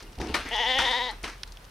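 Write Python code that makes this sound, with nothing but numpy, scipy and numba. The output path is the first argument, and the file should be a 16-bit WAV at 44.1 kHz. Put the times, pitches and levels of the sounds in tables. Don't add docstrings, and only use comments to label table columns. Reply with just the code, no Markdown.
import sys
import numpy as np
from scipy import signal
from scipy.io import wavfile
from numba import njit

SR = 44100
rng = np.random.default_rng(int(sys.argv[2]) if len(sys.argv) > 2 else 0)


def to_linear_factor(level_db):
    exponent = np.asarray(level_db, float) / 20
    return 10 ** exponent


def master_out(mix):
    frames = np.transpose(np.atleast_2d(mix))
    ceiling = np.clip(frames, -1, 1)
    pcm = np.round(ceiling * 32767).astype(np.int16)
    wavfile.write(sys.argv[1], SR, pcm)


N = 74970
TIME = np.arange(N) / SR


def rms_one(x):
    return x / np.sqrt(np.mean(x ** 2) + 1e-20)


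def at_hz(points, hz):
    table_hz, value = np.transpose(points)
    return np.interp(np.log(hz), np.log(table_hz), value)


def drift(rate_hz):
    r = np.exp(-2 * np.pi * rate_hz / SR)
    settle = SR // 2
    wander = signal.lfilter([1], [1, -2 * r, r * r], rng.standard_normal(N + settle))
    return rms_one(wander[settle:])


def panned(x, pan_db):
    return x * to_linear_factor(np.array([[.5], [-.5]]) * pan_db)


def bandpass(x, order, edges_hz):
    return signal.sosfilt(signal.butter(order, edges_hz, "band", fs=SR, output="sos"), x)


def ring(clicks, hz, t60_s):
    r, w = to_linear_factor(-60 / (t60_s * SR)), 2 * np.pi * hz / SR
    return signal.lfilter([0, np.sin(w)], [1, -2 * r * np.cos(w), r * r], clicks + 1e-18)


@njit
def resonate(x, hz, r, rate):
    y = np.zeros(len(x))
    for i in range(2, len(x)):
        drive = (1 - r * r) / 2 * (x[i] - x[i - 2])
        y[i] = drive + 2 * r * np.cos(2 * np.pi * hz[i] / rate) * y[i - 1] - r * r * y[i - 2]
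    return y


def resonance(x, hz, width_hz):
    return resonate(x, hz + np.zeros(len(x)), np.exp(-np.pi * width_hz / SR), SR)


def colour(white, spectrum, patchy_db, alike):
    out, edges_hz = 0, 50 * 2 ** np.arange(0, 8.6, .5)
    for k, (low, high) in enumerate(zip(edges_hz, edges_hz[1:])):
        hz = np.sqrt(low * high)
        mid, side = bandpass(white[k % len(white)], 2, [low, high])
        c = np.clip(at_hz(alike, hz), 0, 1)
        band = np.sqrt(1 + c) * mid + np.sqrt(1 - c) * side * [[1], [-1]]
        out = out + to_linear_factor(at_hz(spectrum, hz) + patchy_db * drift(7.1)) * band
    return out


# f/Hz, level/dB per Hz
AIR_SPECTRUM = [(41, -31), (70, -2), (313, -18), (375, -11.5), (792, -18), (887, -14), (1750, -18.5),
                (4970, -23.5), (15800, -36)]
# f/Hz, likeness/0-1
AIR_LIKENESS = [(60, .99), (130, 0.99), (400, 0.77), (900, 0.27), (3000, 0.46), (15000, 0.24)]


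def air():
    white = rng.standard_normal((2, 2, N))
    return to_linear_factor(-51.5) * rms_one(colour(white, AIR_SPECTRUM, 0.87, AIR_LIKENESS))


# t/s, level/dB
ENGINE_LEVEL = [
    (0, -45),
    (.3, -51),
    (.6, -46),
    (.9, -46.5),
    (1.15, -49),
    (1.45, -44.5),
    (1.7, -49.5),
]


def rumble():
    engine_hz, width_hz, hum_share = 37.9, 14.4, 0.5
    noise = rng.standard_normal(N + SR)
    for _ in range(2):
        noise = resonance(noise, engine_hz, width_hz)
    hum = np.sin(2 * np.pi * np.cumsum(engine_hz * (1 + 0.053 * drift(3.34))) / SR)
    mix = hum_share * rms_one(hum) + (1 - hum_share) * rms_one(noise[SR:])
    return rms_one(mix) * to_linear_factor(np.interp(TIME, *np.transpose(ENGINE_LEVEL)))


# t/s, level/dB, rise/s, t60/s, pan/dB
CRUNCH_EVENTS = [(0.0001, -46.5, 0.00037, .3, 1.5), (0.195, -40.5, 0.0085, 0.67, 7),
                 (0.282, -41.5, 0.0042, 0.33, 5), (0.337, -21.5, 0.0073, 0.19, 4.5),
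                 (0.385, -36.5, 0.0024, 0.51, 0.5), (0.445, -41.5, 0.011, 1, 3.5),
                 (0.784, -23.5, 0.0025, 0.19, 3), (.8, -35, 0.019, 0.75, 3), (1.109, -46, 0.0052, 0.3, 0),
                 (1.23, -29.5, 0.012, 0.19, 1), (1.269, -38, 0.0087, 0.3, 1),
                 (1.295, -51, 0.0082, 0.21, -3), (1.45, -59, 0.017, 0.34, 13)]
# f/Hz, level/dB per Hz
GRIT_SPECTRUM = [(200, -18), (800, -8.5), (1500, -2.5), (2800, -8.5), (5300, -12), (6800, -20), (9500, -25),
                 (15500, -56)]


def crunches():
    grains_per_s, spread_db = 12000, 2.5
    power = np.zeros((2, N))
    for s, db, rise_s, t60_s, pan_db in CRUNCH_EVENTS:
        t = np.maximum(TIME - s, 0)
        rise = np.minimum(t / rise_s, 1) ** 2
        fall = to_linear_factor(-60 * np.maximum(t - rise_s, 0) / t60_s)
        power += panned(to_linear_factor(db) * rise * fall, pan_db) ** 2
    mean_power = power.mean(axis=0)
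    shape = (2, 2, N)
    sizes = to_linear_factor(spread_db * rng.exponential(1, shape)) * rng.choice([-1, 1], shape)
    grains = sizes * (rng.random(shape) < grains_per_s / SR)
    even = rms_one(colour(grains, GRIT_SPECTRUM, 0, [(60, 0.89), (3000, 1.0), (15000, .6)]))
    energy = np.sum((even * np.sqrt(power)) ** 2)
    alike = [(60, 0.94), (3500, 0.94), (8000, 0.43), (15000, 0.34)]
    out = colour(grains * np.sqrt(mean_power), GRIT_SPECTRUM, 1.53, alike)
    out = out * np.sqrt(energy / np.sum(out ** 2))
    return out * np.sqrt(power / (mean_power + 1e-20))


# t/s, ground push level/dB, hollow knock level/dB
LANDINGS = [(0.022, -49.5, -35), (0.084, -49, -41.5), (0.178, -29, -29), (.198, -25.5, -21),
            (0.213, -46, -23.5), (0.258, -38, -26.5), (.272, -59, -54), (0.292, -29.5, -27),
            (0.321, -33, -39), (0.341, -48, -25), (0.391, -34.5, -57), (0.452, -40.5, -32.5),
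            (0.786, -30.5, -23), (1.116, -58, -36.5), (1.234, -36, -26)]
KNOCK_MODES_HZ = [240, 313, 330, 444, 731, 897]


def thuds():
    push_hz, push_t60_s, knock_t60_s, crumble_t60_s = 67.6, 0.152, 0.038, 0.27
    s, push_db, knock_db = np.transpose(LANDINGS)
    at = (s * SR).astype(int)
    push = np.zeros(N)
    push[at] = to_linear_factor(push_db)
    out = ring(push, push_hz, push_t60_s)
    crumble = to_linear_factor(-60 * TIME[:SR // 5] / crumble_t60_s)
    for hz in KNOCK_MODES_HZ:
        clicks = np.zeros(N)
        clicks[at] = to_linear_factor(knock_db - 8 + rng.normal(0, 1, len(s)))
        earth = np.convolve(clicks, crumble)[:N] * rng.standard_normal(N) * 0.054
        earth = signal.lfilter(*signal.butter(2, hz / 2, "high", fs=SR), earth)
        out = out + ring(earth, hz, knock_t60_s)
    return signal.lfilter(*signal.butter(1, 400, fs=SR), out)


# t/s, peak level/dB, f/Hz, pan/dB, t60/s
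PEBBLES = [(0.0258, -29, 5600, 0.5, 0.033), (0.0294, -29, 6000, 0.0, 0.031), (0.1206, -36, 7400, .5, 0.027),
           (0.129, -32.5, 4900, 1.0, 0.027), (0.153, -33, 4930, 0.0, 0.033), (0.1863, -28, 6600, -9, 0.011),
           (0.1865, -30.5, 2530, -2, 0.043), (0.2144, -17.5, 5440, 0, .012),
           (0.2144, -15.5, 2250, 0, 0.017), (0.272, -20, 4870, -5, 0.014), (0.452, -25, 5000, -2, 0.013),
           (0.4886, -21.5, 7460, -6, 0.017), (0.562, -32, 8400, -1, 0.01), (0.5651, -28.5, 8200, 7, 0.012),
           (0.65, -36, 8500, 12, .01), (0.7864, -28.5, 9400, -1, 0.027), (0.8214, -21.5, 8500, -11, 0.0058),
           (0.8804, -32, 8770, -1, 0.014), (0.9118, -23, 7670, 16, 0.0089), (0.92, -33, 9000, 8, 0.011),
           (1.1105, -28, 7100, 6, 0.033), (1.2307, -24, 7140, 6, .025), (1.298, -26, 5700, 9, 0.022),
           (1.381, -38, 7000, 9, 0.015), (1.433, -8, 4340, -4.5, 0.01), (1.4345, -13.5, 4500, -4, 0.012),
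           (1.4333, -19, 2130, 5, 0.026), (1.4757, -32, 5400, 0.5, 0.059), (1.521, -26, 5600, 6, 0.028),
           (1.5707, -22.5, 4000, -1, 0.013), (1.6424, -35, 5050, 4, 0.026), (1.65, -33, 5100, 8, .02)]
# t/s, level/dB, f/Hz, t60/s
RINGING_STONES = [
    (.198, -45, 5720, .12),
    (.214, -45, 4880, .08),
    (.225, -49, 5700, .1),
    (.257, -44, 2250, .09),
    (.258, -51, 5750, .05),
    (.268, -48, 5300, .05),
    (.289, -52, 4850, .08),
]


def ticks():
    tick_db, snap_db, band_spread = -7.5, -29, 0.26
    out, t = np.zeros((2, N + SR)), np.arange(SR // 10) / SR
    for s, db, hz, pan_db, t60_s in PEBBLES:
        noise = rng.standard_normal(len(t))
        shape = to_linear_factor(-60 * t / t60_s)
        burst = bandpass(noise, 2, hz * np.exp(band_spread * np.array([-1.6, .8]))) * shape
        burst = burst * np.sqrt(np.sum(shape ** 2) / np.sum(burst ** 2)) * .4
        snap = to_linear_factor(snap_db) * bandpass(noise, 4, [6500, 8900]) * to_linear_factor(-60 * t / 0.0049)
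        start = int(s * SR)
        out[:, start:start + len(t)] += panned(to_linear_factor(db + tick_db) * (burst + snap), pan_db)
    for s, db, hz, t60_s in RINGING_STONES:
        tone = to_linear_factor(db - 60 * t / t60_s) * np.sin(2 * np.pi * hz * t) * np.minimum(t / 0.0016, 1)
        start = int(s * SR)
        out[:, start:start + len(t)] += panned(tone, 2.7)
    return out[:, :N]


def bird():
    at_s, length_s, pitch_hz, fall_hz, level_db = 0.072, 0.007, 2850, 90, -52
    t = TIME - at_s
    whistle = np.sin(2 * np.pi * (pitch_hz - fall_hz * t / length_s / 2) * t)
    return to_linear_factor(level_db) * np.exp(-(t / length_s) ** 2) * whistle


# t/s, length/s, pitch f/Hz, level/dB, lower resonance f/Hz
MUFFLED_CALLS = [
    (0.278, 0.06, 180, -46.5, 2780),
    (.457, 0.057, 235.4, -40.5, 2040),
]


def soft_calls():
    width_hz, upper_ratio, upper_db = 360, 1.68, -9
    out = 0
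    for s, length_s, hz, db, mouth_hz in MUFFLED_CALLS:
        cycles = np.cumsum(hz * (1 + 0.044 * drift(65))) / SR
        pulses = np.diff(np.floor(cycles), prepend=0)
        swell = np.sin(np.pi * np.clip((TIME - s) / length_s, 0, 1))
        pulses = pulses * np.sqrt(np.clip(swell, 0, 1)) * to_linear_factor(db + 38)
        upper = resonance(pulses, mouth_hz * upper_ratio, width_hz)
        out = out + resonance(pulses, mouth_hz, width_hz) - to_linear_factor(upper_db) * upper
    return panned(out, 2.7)


# t/s, taut pitch f/Hz, level/dB, mouth opening/0-1
BLEAT_COURSE = [
    (0.506, 215, -37.5, 0),
    (.54, 249.9, -30.5, 0.2),
    (.61, 250, -28.5, 0.27),
    (0.698, 257.6, -29, 0.41),
    (0.775, 269.8, -28.5, 0.42),
    (0.902, 260.4, -28.5, 0.65),
    (1.03, 252.8, -33.5, 0.88),
    (1.074, 247, -35, 0.75),
    (1.107, 199, -39, 1.04),
]
# t/s, pitch drop f/Hz, half length/s
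QUAVER = [
    (0.561, 42, 0.034),
    (0.634, 28.4, 0.036),
    (0.727, 11.6, 0.023),
    (0.796, 30, .022),
    (0.867, 26, 0.028),
    (0.931, 22, 0.029),
    (0.998, 12.8, 0.017),
]


def folds():
    jitter, shimmer_db, breath_db, rasp_db = .012, 1.0, -6.5, -3.0
    release_s, slack_db_per_hz = 0.0052, 0.09
    s, *columns = np.transpose(BLEAT_COURSE)
    hz, level_db, mouth = [np.interp(TIME, s, c) for c in columns]
    slack_hz = np.zeros(N)
    for at, drop_hz, half_s in QUAVER:
        side = np.where(TIME < at, .45, 1)
        slack_hz += drop_hz * np.exp(-np.abs((TIME - at) / half_s / side) ** 3)
    ending = TIME > s[-2]
    rough = jitter * (1 + 2.37 * ending + 0.035 * slack_hz)
    cycles = np.cumsum((hz - slack_hz) * (1 + rough * drift(130))) / SR
    phase = 2 * np.pi * cycles
    pulses = -rms_one(sum(np.cos(k * phase) for k in range(1, 36)))
    shimmer = to_linear_factor(shimmer_db * rng.standard_normal(N))
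    pulses = pulses * shimmer[np.round(cycles).astype(int)]
    breath = to_linear_factor(breath_db) * np.diff(rng.standard_normal(N + 1)) * (1 + 0.1 * np.cos(phase))
    breath = breath * (1 + 1.2 * ending + 0.048 * slack_hz)
    rasp = rms_one(rng.standard_normal(N) * (1.1 + np.cos(phase - .6)) ** 1.6)
    gate = np.clip((TIME - s[0]) / 0.0065, 0, 1) * np.exp(-np.maximum(TIME - s[-1], 0) / release_s)
    effort = gate * to_linear_factor(level_db - slack_db_per_hz * slack_hz)
    source = (pulses + breath) * effort
    top = (0.75 * pulses + to_linear_factor(rasp_db) * 2.24 * rasp) * effort
    closing = np.clip((TIME - s[-2]) / (s[-1] - s[-2]), 0, 1)
    return source, top, rasp * effort, slack_hz, mouth, closing


# narrow mouth f/Hz, wide mouth f/Hz, width/Hz, level/dB
THROAT_RESONANCES = [(460, 383, 420, -6.5), (838, 983, 61, 5.5), (1930, 1936, 130, 1.2),
                     (2870, 3220, 227, 2), (3287, 3814, 219, -1), (5140, 5500, 1100, -24),
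                     (6250, 6800, 910, -24.5)]
# f/Hz, width/Hz
NASAL_DIPS = [(1300, 520), (2500, 450)]


def lamb():
    closing_hz, hiss_db, hiss_hz, pan_db, pan_from_hz = 167, -26, 10400, 5, 920
    chest_end_db, chest_db_per_hz, cheek_fade_db = -8, .22, -8
    source, top, rasp, slack_hz, mouth, closing = folds()
    voice = 0
    for k, (narrow_hz, wide_hz, width_hz, db) in enumerate(THROAT_RESONANCES):
        hz = narrow_hz + (wide_hz - narrow_hz) * mouth
        gain_db = np.zeros(N)
        if k == 0:
            gain_db += chest_end_db * closing - chest_db_per_hz * slack_hz
        if k == 1:
            hz = hz - closing_hz * closing
        if 1 < k < 5:
            gain_db += 1.6 * drift(23)
        if k == 3:
            gain_db += cheek_fade_db * mouth
        if k == 4:
            hz = hz + 2 * closing_hz * closing
        if k >= 5:
            gain_db += 0.16 * slack_hz
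        drive = (top if k >= 5 else source) * to_linear_factor(gain_db)
        voice = voice + (-1) ** k * to_linear_factor(db) * resonance(drive, hz, width_hz)
    voice = 4.99 * bandpass(voice, 3, [300, 6700])
    voice = voice + to_linear_factor(hiss_db) * resonance(rasp, hiss_hz, 3000)
    for hz, width_hz in NASAL_DIPS:
        voice = voice - 0.32 * resonance(voice, hz, width_hz)
    low = signal.lfilter(*signal.butter(1, pan_from_hz, fs=SR), voice)
    return low + panned(voice - low, pan_db), voice


def yard(x):
    t60_s, level_db, cut_hz = 0.36, -20, 15000
    t = TIME[:SR // 2]
    tail = rng.standard_normal((2, len(t))) * to_linear_factor(-60 * t / t60_s) * (t > .003)
    tail = signal.lfilter(*signal.butter(1, cut_hz, fs=SR), tail)
    tail = tail / np.sqrt(np.sum(tail ** 2) / 2)
    return to_linear_factor(level_db) * signal.fftconvolve(x[None], tail, axes=1)[:, :N]


def scene():
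    lamb_echo_db, tick_echo_db = 3.5, -12
    background = air() + rumble()
    grit, stones = crunches(), ticks()
    hooves = grit + thuds() + stones
    voice, mono = lamb()
    echoed = to_linear_factor(lamb_echo_db) * mono + (grit + to_linear_factor(tick_echo_db) * stones).mean(axis=0)
    return background + hooves + bird() + soft_calls() + voice + yard(echoed)


def low_pass(x):
    return signal.sosfilt(signal.butter(12, 16500, fs=SR, output="sos"), x)


# f/Hz, width/Hz, added share
CAPSULE_LOW = (7120, 3500, -0.45)
CAPSULE_HIGH = (9500, 1000, 0.45)


def record(dry):
    for hz, width_hz, share in (CAPSULE_LOW, CAPSULE_HIGH):
        dry = dry + share * np.array([resonance(side, hz, width_hz) for side in dry])
    mix = signal.sosfilt(signal.cheby2(10, 60, 16900, fs=SR, output="sos"), dry)
    return low_pass(mix)


dry = scene()
out = record(dry)
master_out(out)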